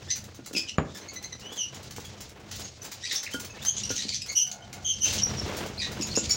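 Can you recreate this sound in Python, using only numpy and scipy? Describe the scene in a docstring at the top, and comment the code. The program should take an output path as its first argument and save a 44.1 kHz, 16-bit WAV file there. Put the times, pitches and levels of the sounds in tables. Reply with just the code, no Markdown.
"""Small birds calling at a small microphone in a hard-walled aviary: whistles, cheeps, squawks, hoarse rasps.
Calls are gliding overtone stacks, rougher and breathier when harsh; wing beats are puffs of grainy hiss.
Close by, feet set clay nest pots ringing, and one heavy thud adds a sharp blow and rattling noise bands.
Behind lie moving air with low hollow notes, the soft flutter of many wings and the blur of far birds, all as
filtered noise; calls, wings and knocks echo off the walls, and the microphone's port brightens the top treble."""
import sys
import numpy as np
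from scipy import signal
from scipy.fft import rfft, irfft
from scipy.io import wavfile
from scipy.ndimage import uniform_filter1d

SR = 44100
rng = np.random.default_rng(int(sys.argv[2]) if len(sys.argv) > 2 else 0)


def transcribe(u):
    """Save the signal u as a 16-bit wav file named by the first command-line argument.

    u: samples, shape (n,) or (channels, n), limited to [-1, 1]; the rate is SR.
    q: integer samples, one column per channel.
    """
    v = np.clip(np.atleast_2d(u).T, -1, 1)
    q = np.round(v * 32767).astype(np.int16)
    wavfile.write(sys.argv[1], SR, q)


def volts_from_db(level):
    """Convert decibel levels to linear amplitude ratios."""
    exponent = np.asarray(level, float) / 20
    return 10 ** exponent


N = 280476   # samples

# spectrum of bird breath and far chatter: [f/Hz, relative level/dB]
CHATTER_SPECTRUM = [(1200, -22.5), (2000, 1), (4000, 8.5), (7000, 6.5), (8500, -3.5), (16000, -20)]


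def rms_one(x):
    """Scale to rms 1."""
    return x / np.sqrt(np.mean(x ** 2) + 1e-20)


def at_hz(points, hz):
    """Read a table on a log-frequency axis."""
    table = np.array(points)
    return np.interp(np.log(np.maximum(hz, 1)), np.log(table[:, 0]), table[:, 1])


def coloured(spectrum):
    """Steady noise with the given spectrum, rms 1."""
    shape = volts_from_db(at_hz(spectrum, np.fft.rfftfreq(N, 1 / SR)))
    return rms_one(irfft(rfft(rng.standard_normal(N)) * shape, N))


def drift(rate_hz):
    """Slow chance: noise twice through a one-pole low-pass, rms 1."""
    r = np.exp(-2 * np.pi * rate_hz / SR)
    wander = signal.lfilter([1], [1, -2 * r, r * r], rng.standard_normal(N + SR))
    return rms_one(wander[SR:])   # the first second only settles the filter


def ring(clicks, hz, t60):
    """A two-pole resonance: a unit click starts a sine of height about 1 that falls 60 dB in t60 seconds."""
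    r, w = volts_from_db(-60 / (t60 * SR)), 2 * np.pi * hz / SR
    return signal.lfilter([0, np.sin(w)], [1, -2 * r * np.cos(w), r * r], clicks + 1e-18)


def clicks_at(seconds, sizes):
    """One sample per event."""
    return np.bincount(np.round(np.array(seconds) * SR).astype(int), sizes, N)[:N]


def chirps():
    """Gliding overtone stacks; a harsh call wavers more in pitch and strength and carries breath."""
    # calls by kind: [t/s, length/s, start f/Hz, end f/Hz, relative level/dB]
    whistles = [(1.412, 0.086, 2795, 3032, -39), (1.48, 0.078, 3020, 3510, -42.5),
                (2.04, .025, 3400, 3330, -42), (2.615, 0.06, 6530, 6610, -42.5),
                (3.057, 0.013, 1890, 2600, -31.5), (3.108, 0.013, 2586, 1800, -30),
                (3.124, 0.013, 1820, 2330, -38), (3.154, 0.0146, 4370, 6320, -22),
                (3.163, 0.047, 6370, 6270, -38), (3.171, 0.019, 5530, 5490, -37),
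                (3.261, 0.01, 1640, 2830, -28), (3.27, 0.011, 2830, 1690, -34.5),
                (3.321, 0.029, 3060, 3083, -31.5), (3.494, 0.023, 2620, 2610, -44),
                (3.503, 0.0089, 6430, 6500, -42), (4.62, 0.011, 3120, 3080, -41.5),
                (5.213, 0.037, 5570, 5600, -16.5), (5.367, 0.04, 5980, 5320, -30.5),
                (5.475, 0.03, 3530, 3430, -47)]
    cheeps = [(.083, 0.033, 1734, 1840, -41), (.1, 0.026, 2090, 1985, -35), (.098, 0.044, 6270, 5775, -27),
              (.558, 0.037, 2647, 2529, -32), (.775, 0.015, 7160, 6930, -31),
              (.938, 0.044, 1777, 1800, -48.5), (1.01, 0.014, 2060, 2080, -51),
              (1.079, 0.025, 2126, 2280, -44), (1.156, 0.027, 2040, 2034, -42),
              (1.233, 0.022, 2072, 2008, -40), (1.322, 0.012, 2014, 2010, -41),
              (1.565, 0.09, 3256, 2806, -32), (2.815, 0.01, 6580, 5950, -44),
              (3.027, 0.039, 1815, 1970, -37), (3.655, 0.051, 2955, 3300, -29.5),
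              (3.97, 0.056, 1914, 1930, -41.5), (4.282, 0.0276, 2106, 2286, -34),
              (4.35, 0.056, 2906, 2910, -25.5), (4.374, 0.028, 3160, 3124, -26),
              (4.399, 0.039, 3000, 2997, -26), (4.842, 0.054, 3130, 3240, -29),
              (4.88, 0.0496, 3130, 3077, -26.5), (4.915, 0.039, 3020, 2740, -45),
              (5.003, 0.074, 2970, 3096, -29), (5.775, 0.023, 4240, 4220, -32),
              (5.782, 0.037, 4800, 4760, -34.5), (6.019, 0.021, 6860, 6720, -29),
              (6.085, 0.057, 4150, 4430, -40), (6.157, 0.035, 6470, 7230, -17),
              (6.288, 0.035, 2293, 2280, -32.5), (6.3, 0.027, 5170, 5600, -17.5),
              (6.306, 0.028, 7200, 6700, -15)]     # reedy: the low ones rich in overtones, the high ones nearly single tones
    squawks = [(.546, 0.036, 2680, 2560, -29), (.674, 0.031, 2945, 3023, -35),
               (3.545, 0.025, 1770, 1800, -47), (3.565, 0.05, 1835, 2980, -47),
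               (3.607, 0.033, 3520, 3670, -45), (4.083, 0.013, 2386, 2420, -37),
               (4.12, 0.023, 2200, 2390, -38), (5.035, 0.049, 2990, 2605, -31.5),
               (5.804, 0.06, 3950, 3850, -34), (5.838, 0.042, 4350, 3600, -39),
               (.87, 0.046, 3360, 3600, -53), (5.78, 0.08, 2300, 2550, -38),
               (5.808, 0.072, 2000, 1870, -37)]   # rough, mostly weak in overtones
    rasps = [(.1, 0.037, 4800, 5120, -37), (.68, 0.032, 6170, 5780, -44.5),
             (3.041, 0.053, 4700, 4900, -39.5), (3.087, 0.12, 4010, 3564, -40.5),
             (3.105, 0.034, 1812, 1857, -40), (3.765, 0.025, 2973, 3695, -39),
             (3.833, 0.03, 2634, 2930, -42), (3.891, 0.03, 2710, 3080, -39.5),
             (3.955, 0.041, 6550, 5810, -34.5), (3.99, 0.029, 4310, 3660, -37),
             (4.018, 0.026, 3920, 4670, -35.5), (4.083, 0.02, 4120, 4780, -31),
             (4.12, 0.041, 4150, 4450, -37), (4.142, 0.037, 6190, 5650, -34),
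             (4.514, 0.0078, 6840, 6300, -41.5), (4.218, 0.0096, 2570, 2420, -44),
             (.563, 0.042, 3500, 3300, -38.5), (5.18, 0.02, 3224, 2945, -28.5),
             (6.009, 0.026, 2633, 2504, -36.5), (6.15, 0.043, 2660, 2760, -35)]       # hoarse
    low_tone = [(4.4, 0.33, 750, 715, -44), (4.725, .11, 720, 718, -42)]   # faint and wavering, from far off
    # overtone slope against the starting pitch: [f/Hz, slope/dB per overtone]
    thin_voice = [(750, -11), (1750, -18), (4300, -8), (5300, 4)]
    full_voice = [(1780, -2), (2100, 0.5), (2650, 6.5), (2950, 8.5), (3200, -1.5), (4000, -0.5), (4700, 6),
                  (7000, -14)]
    # pass band of the beak: [f/Hz, gain/dB]
    beak = [(1500, -3.5), (7000, 1.5), (8200, -23.5), (15000, -15.5)]
    clear, reedy, rough, hoarse = .24, .44, .65, .88   # harshness, 0-1
    kinds = [(whistles, clear, thin_voice), (cheeps, reedy, full_voice), (squawks, rough, thin_voice),
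             (rasps, hoarse, full_voice), (low_tone, reedy, thin_voice)]

    out, waver, breath = np.zeros(N), drift(214), coloured(CHATTER_SPECTRUM)
    throb_db = 6.0 * drift(170).clip(-3, 1.3)
    for calls, harsh, voice in kinds:
        for s, length, start_hz, end_hz, level_db in calls:
            at = np.arange(round(s * SR), min(N, round((s + length) * SR)))
            way = (at / SR - s).clip(0) / length
            glide = 1 - (1 - way) ** 1.606   # quick at first, then settling
            pitch_hz = (start_hz + (end_hz - start_hz) * glide) * (1 + .062 * harsh * waver[at])
            turns = np.cumsum(pitch_hz) / SR
            rise = 0.093 + 1.05 * (1 - harsh) ** 2   # harsh calls burst out, clear ones swell
            swell = np.minimum(way / rise, (1 - way).clip(0) / 0.36).clip(0, 1)
            swell = swell * volts_from_db(level_db + throb_db[at] * np.sqrt(harsh))
            out[at] += swell * harsh ** 4 * breath[at]
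            slope_db = at_hz(voice, start_hz)
            for k in range(1, int(14000 / max(start_hz, end_hz)) + 1):
                steps = min(k, 7500 / start_hz) - 1   # the slope holds up to the beak's pass band
                overtone_db = slope_db * steps + at_hz(beak, k * start_hz)
                out[at] += swell * volts_from_db(overtone_db) * np.sin(2 * np.pi * k * turns)
    return out


def wings():
    """Each beat is a grainy puff of feather hiss; strong strokes swell and die more slowly; far wings come at random."""
    # near wing beats: [t/s, relative treble level/dB]
    beats = [(0.156, -26.5), (.238, -35), (.344, -35), (0.459, -30.5), (0.528, -30), (0.572, -27.5),
             (0.945, -32), (0.971, -31.5), (1.132, -30.5), (1.224, -29.5), (1.393, -37.5), (1.521, -31.5),
             (1.556, -34), (1.741, -35.5), (1.826, -34), (1.907, -31.5), (1.96, -31), (1.997, -33.5),
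             (2.043, -30.5), (2.205, -29), (2.288, -36.5), (2.511, -32), (2.554, -30.5), (2.593, -27.5),
             (2.82, -34.5), (2.842, -27.5), (2.915, -26.5), (3.122, -21.5), (3.144, -25), (3.229, -28),
             (3.308, -31), (3.334, -28.5), (3.397, -25), (3.445, -32.5), (3.621, -30), (3.649, -21),
             (3.907, -28.5), (3.953, -31), (4.259, -32), (4.316, -29.5), (4.358, -25), (4.465, -33.5),
             (4.514, -32), (4.727, -32), (5.028, -26), (5.051, -23.5), (5.086, -26), (5.127, -19.5),
             (5.149, -31), (5.567, -22.5), (5.659, -31.5), (5.914, -30.5), (6.015, -34), (6.068, -31),
             (6.296, -19)]
    # feather hiss, middle and top: [f/Hz, relative level/dB]
    feather_mid = [(300, -3.5), (1500, 5.5), (3000, 4), (7500, 8.5), (9000, -31)]
    feather_top = [(5000, -47), (7500, -5.5), (16000, -2)]
    rise_s, fall_s = 0.0049, 0.0081   # time constants of a -31.5 dB stroke
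    stretch = 0.33                    # share of the level difference that lengthens a stroke
    far_per_s, far_db = 2, -47
    mid_db, mid_spread_db = -2.5, 1.8   # middle band against the treble, and its wandering

    far = [(s, far_db) for s in rng.uniform(0, N / SR, round(far_per_s * N / SR))]
    t, top = np.arange(SR // 10) / SR, np.zeros(N + SR)
    for s, treble_db in [*beats, *far]:
        slow = volts_from_db(stretch * (treble_db + 31.5))
        start = max(0, round((s - rise_s * (slow - 1)) * SR))   # a slower rise begins earlier
        puff = (1 - np.exp(-t / slow / rise_s)) * np.exp(-t / slow / fall_s)
        top[start:start + len(t)] += volts_from_db(treble_db) * puff
    top = top[:N]
    mid = top * volts_from_db(mid_db + mid_spread_db * drift(11.0))
    grain = volts_from_db(3.0 * drift(150))
    return grain * (top * coloured(feather_top) + mid * coloured(feather_mid))


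def pots():
    """A foot lands with a second, weaker touch; hardness tilts the upper modes, and some landings catch the rim."""
    # feet on the pots: [t/s, relative level/dB, hardness/dB per octave above 260 Hz, rim against the blow/dB]
    knocks = [(0.391, -32, -17, -14), (0.511, -42, 9, -6), (.536, -30.5, -15, -20), (.55, -22.5, -25, -24),
              (0.566, -18, -29, -23), (0.587, -25, -21, -33), (1.52, -50, 18.5, -22),
              (1.983, -54.5, 25.5, 9), (3.344, -25.5, -2.5, 6), (3.904, -31, 11.5, 6),
              (4.052, -27.5, -33, -30), (5.524, -57, 29.5, 17), (6.0, -15.5, -53, -35),
              (6.174, -18.5, 10, -9)]
    # modes of the clay body, then of the glazed rim: [f/Hz, relative level/dB, t60/s]
    body_modes = [(215.6, -11.5, 0.33), (280.5, 5, 0.055), (328, -3.5, 0.064), (418, 1, 0.034),
                  (485, -3, 0.067), (870, -10.5, 0.0047)]
    rim_modes = [(1430, -7, 0.27), (1591, -12.5, 0.1)]
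    s, blow_db, hard_db, rim_db = np.transpose(knocks)
    out, later = 0, rng.uniform(0.0045, 0.0109, len(s))   # delay of the second touch, s
    for hz, level_db, t60 in body_modes:
        sizes = volts_from_db(blow_db + level_db + hard_db * np.log2(hz / 260).clip(0))
        touches = clicks_at(s, sizes) + clicks_at(s + later, .5 * sizes)
        out = out + ring(touches, hz, t60)
    for hz, level_db, t60 in rim_modes:
        out = out + ring(clicks_at(s, volts_from_db(blow_db + level_db + rim_db)), hz, t60)
    no_bass = signal.butter(2, 170, "high", fs=SR, output="sos")   # a small pot radiates no bass
    return signal.sosfilt(no_bass, out)


def thud():
    """A sharp blow, then a hollow body that rattles on band by band."""
    # bands of the body: [f/Hz, relative level/dB, t60/s]
    body_bands = [(93, 4.5, 0.23), (170, 13.5, 0.1), (280, 6, 0.18), (434, 7, 0.12), (627, 19, 0.019),
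                  (1160, 17.5, 0.0099), (2280, 4, 0.012)]
    thud_s, thud_db = .7836, -16
    t = (np.arange(N) / SR - thud_s).clip(0)
    blow, out = clicks_at([thud_s], [1.]), 0
    for hz, level_db, t60 in body_bands:
        band = signal.butter(1, [hz / 1.25, hz * 1.25], "band", fs=SR, output="sos")
        noise = rms_one(signal.sosfilt(band, rng.standard_normal(N)))
        rattle = 0.39 * noise * (t > 0) * volts_from_db(-60 * t / t60)
        knock = ring(blow, hz, 6.0 / hz)   # gone within six periods
        out = out + volts_from_db(thud_db + level_db) * (rattle - knock)
    return out


def soft(x):
    """A padded contact gives no sharp click: low-pass at 2600 Hz."""
    return signal.sosfilt(signal.butter(3, 2600, fs=SR, output="sos"), x)


def stir():
    """Lumpy air on the port, the soft rustling flutter of many wings and the blur of far birds."""
    # the flock's stir, levels before their wandering: [t/s, air/dB, wing flutter/dB, far chatter/dB]
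    stirring = [(0, -39, -46.5, -52.5), (.3, -46, -51.5, -59), (1.6, -49, -49, -56.5),
                (1.75, -43, -48, -52.5), (2.28, -42, -46, -56), (2.36, -51, -46.5, -79),
                (2.47, -43, -44.5, -56), (2.58, -40.5, -48, -41), (2.75, -48, -48, -55.5),
                (3.0, -51, -48, -52.5), (3.6, -43, -48.5, -56), (3.8, -36.5, -43.5, -39),
                (4.2, -44.5, -49.5, -50), (4.55, -48.5, -57, -61), (4.8, -41, -48, -55),
                (5.02, -39, -46.5, -50), (5.08, -28, -29, -28), (5.3, -26.5, -36, -40),
                (5.6, -34.5, -30.5, -46.5), (5.75, -37.5, -40.5, -52.5), (6.36, -29, -37.5, -34)]
    # noise spectra: [f/Hz, relative level/dB]
    air_spectrum = [(30, 5), (60, -6.5), (91, 1.5), (250, -17), (500, -29), (1500, -60)]
    flutter_spectrum = [(120, -5.5), (180, -1.5), (450, -2), (750, -7), (1100, -11.5), (3000, -16.5),
                        (5000, -25.5), (9000, -31)]
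    s, *levels = np.transpose(stirring)
    air_db, flutter_db, chatter_db = [np.interp(np.arange(N) / SR, s, c) for c in levels]
    lumps = volts_from_db(2.0 + 2.83 * drift(29.0))
    air = volts_from_db(air_db) * (lumps * coloured(air_spectrum) + hollows())
    flutter = volts_from_db(flutter_db + 2.5 * drift(8) + 2.5 * drift(40)) * coloured(flutter_spectrum)
    chatter = volts_from_db(chatter_db + 3.0 * drift(25)) * coloured(CHATTER_SPECTRUM)
    return air + flutter + chatter


def hollows():
    """Moving air keeps the enclosure's lowest resonances wavering."""
    # low notes of the enclosure: [f/Hz, level before its wavering/dB, t60/s]
    low_notes = [(90.4, -6.5, 0.32), (129.4, -6, 0.16), (203.6, -8.5, 0.2)]
    out = 0
    for hz, level_db, t60 in low_notes:
        out = out + volts_from_db(level_db + 2.0 * drift(3)) * rms_one(ring(rng.standard_normal(N), hz, t60))
    return out


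def aviary(x):
    """Dense echoes off the walls: noise that dies at its own rate in each octave."""
    # decay of the echoes: [f/Hz, t60/s]
    wall_t60 = [(200, 0.41), (3000, 0.2), (7000, 0.19), (14000, 0.13)]
    t, echo = np.arange(SR // 2) / SR, 0
    for hz in 125 * 2. ** np.arange(8):
        edges = [hz / np.sqrt(2), min(hz * np.sqrt(2), .45 * SR)]
        octave = signal.butter(2, edges, "band", fs=SR, output="sos")
        noise = signal.sosfilt(octave, rng.standard_normal(len(t)))
        echo = echo + noise * volts_from_db(-60 * t / at_hz(wall_t60, hz))
    echo = echo * (t > .004)   # the walls answer after 4 ms
    return signal.fftconvolve(x, echo / np.sqrt(np.sum(echo ** 2)))[:N]


def scene():
    """Calls and wings ring strongly off the walls; pots and thud are close and much drier."""
    calls, beats, close = chirps(), wings(), soft(pots() + thud())
    wet = aviary(volts_from_db(0.5) * calls + volts_from_db(-0.5) * beats + volts_from_db(-15.5) * close)
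    return (volts_from_db(3.5) * calls + beats + close + wet + stir())[None]


def gain_control(x, knee_db, squeeze, release_db_per_s):
    """Loud sound pulls the gain down by a share of its excess over the knee; it climbs back steadily."""
    level_db = 10 * np.log10(uniform_filter1d(x ** 2, size=1200) + 1e-12)
    over = squeeze * (level_db - knee_db).clip(0)
    slope = release_db_per_s * np.arange(N) / SR
    held = np.maximum.accumulate(over + slope, axis=-1) - slope
    return x * volts_from_db(-uniform_filter1d(held, size=200))


def low_pass(x):
    """Removes everything above the highest recorded frequency."""
    return signal.sosfilt(signal.butter(12, 16970, fs=SR, output="sos"), x)


def record(dry):
    """The microphone colours the sound causally (minimum phase), then come gain control and a soft ceiling."""
    # response of the microphone and its port: [f/Hz, gain/dB]
    microphone = [(25, -39), (55, -7.5), (4000, -1), (6200, 0.5), (7300, -3), (8500, -5), (13500, -15.5),
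                  (15000, -3.5), (15900, -3), (16400, -83)]
    size = 4096
    cepstrum = irfft(np.log(volts_from_db(at_hz(microphone, np.fft.rfftfreq(size, 1 / SR)))))
    cepstrum[1:size // 2] *= 2   # folding the cepstrum forward makes the phase minimal
    cepstrum[size // 2 + 1:] = 0
    response = irfft(np.exp(rfft(cepstrum)))
    heard = signal.fftconvolve(dry, response[None])[:, :N]
    heard = gain_control(heard, knee_db=-36, squeeze=.3, release_db_per_s=70)
    mix = .55 * np.tanh(heard / .55)
    return low_pass(mix)


dry = scene()
out = record(dry)
transcribe(out)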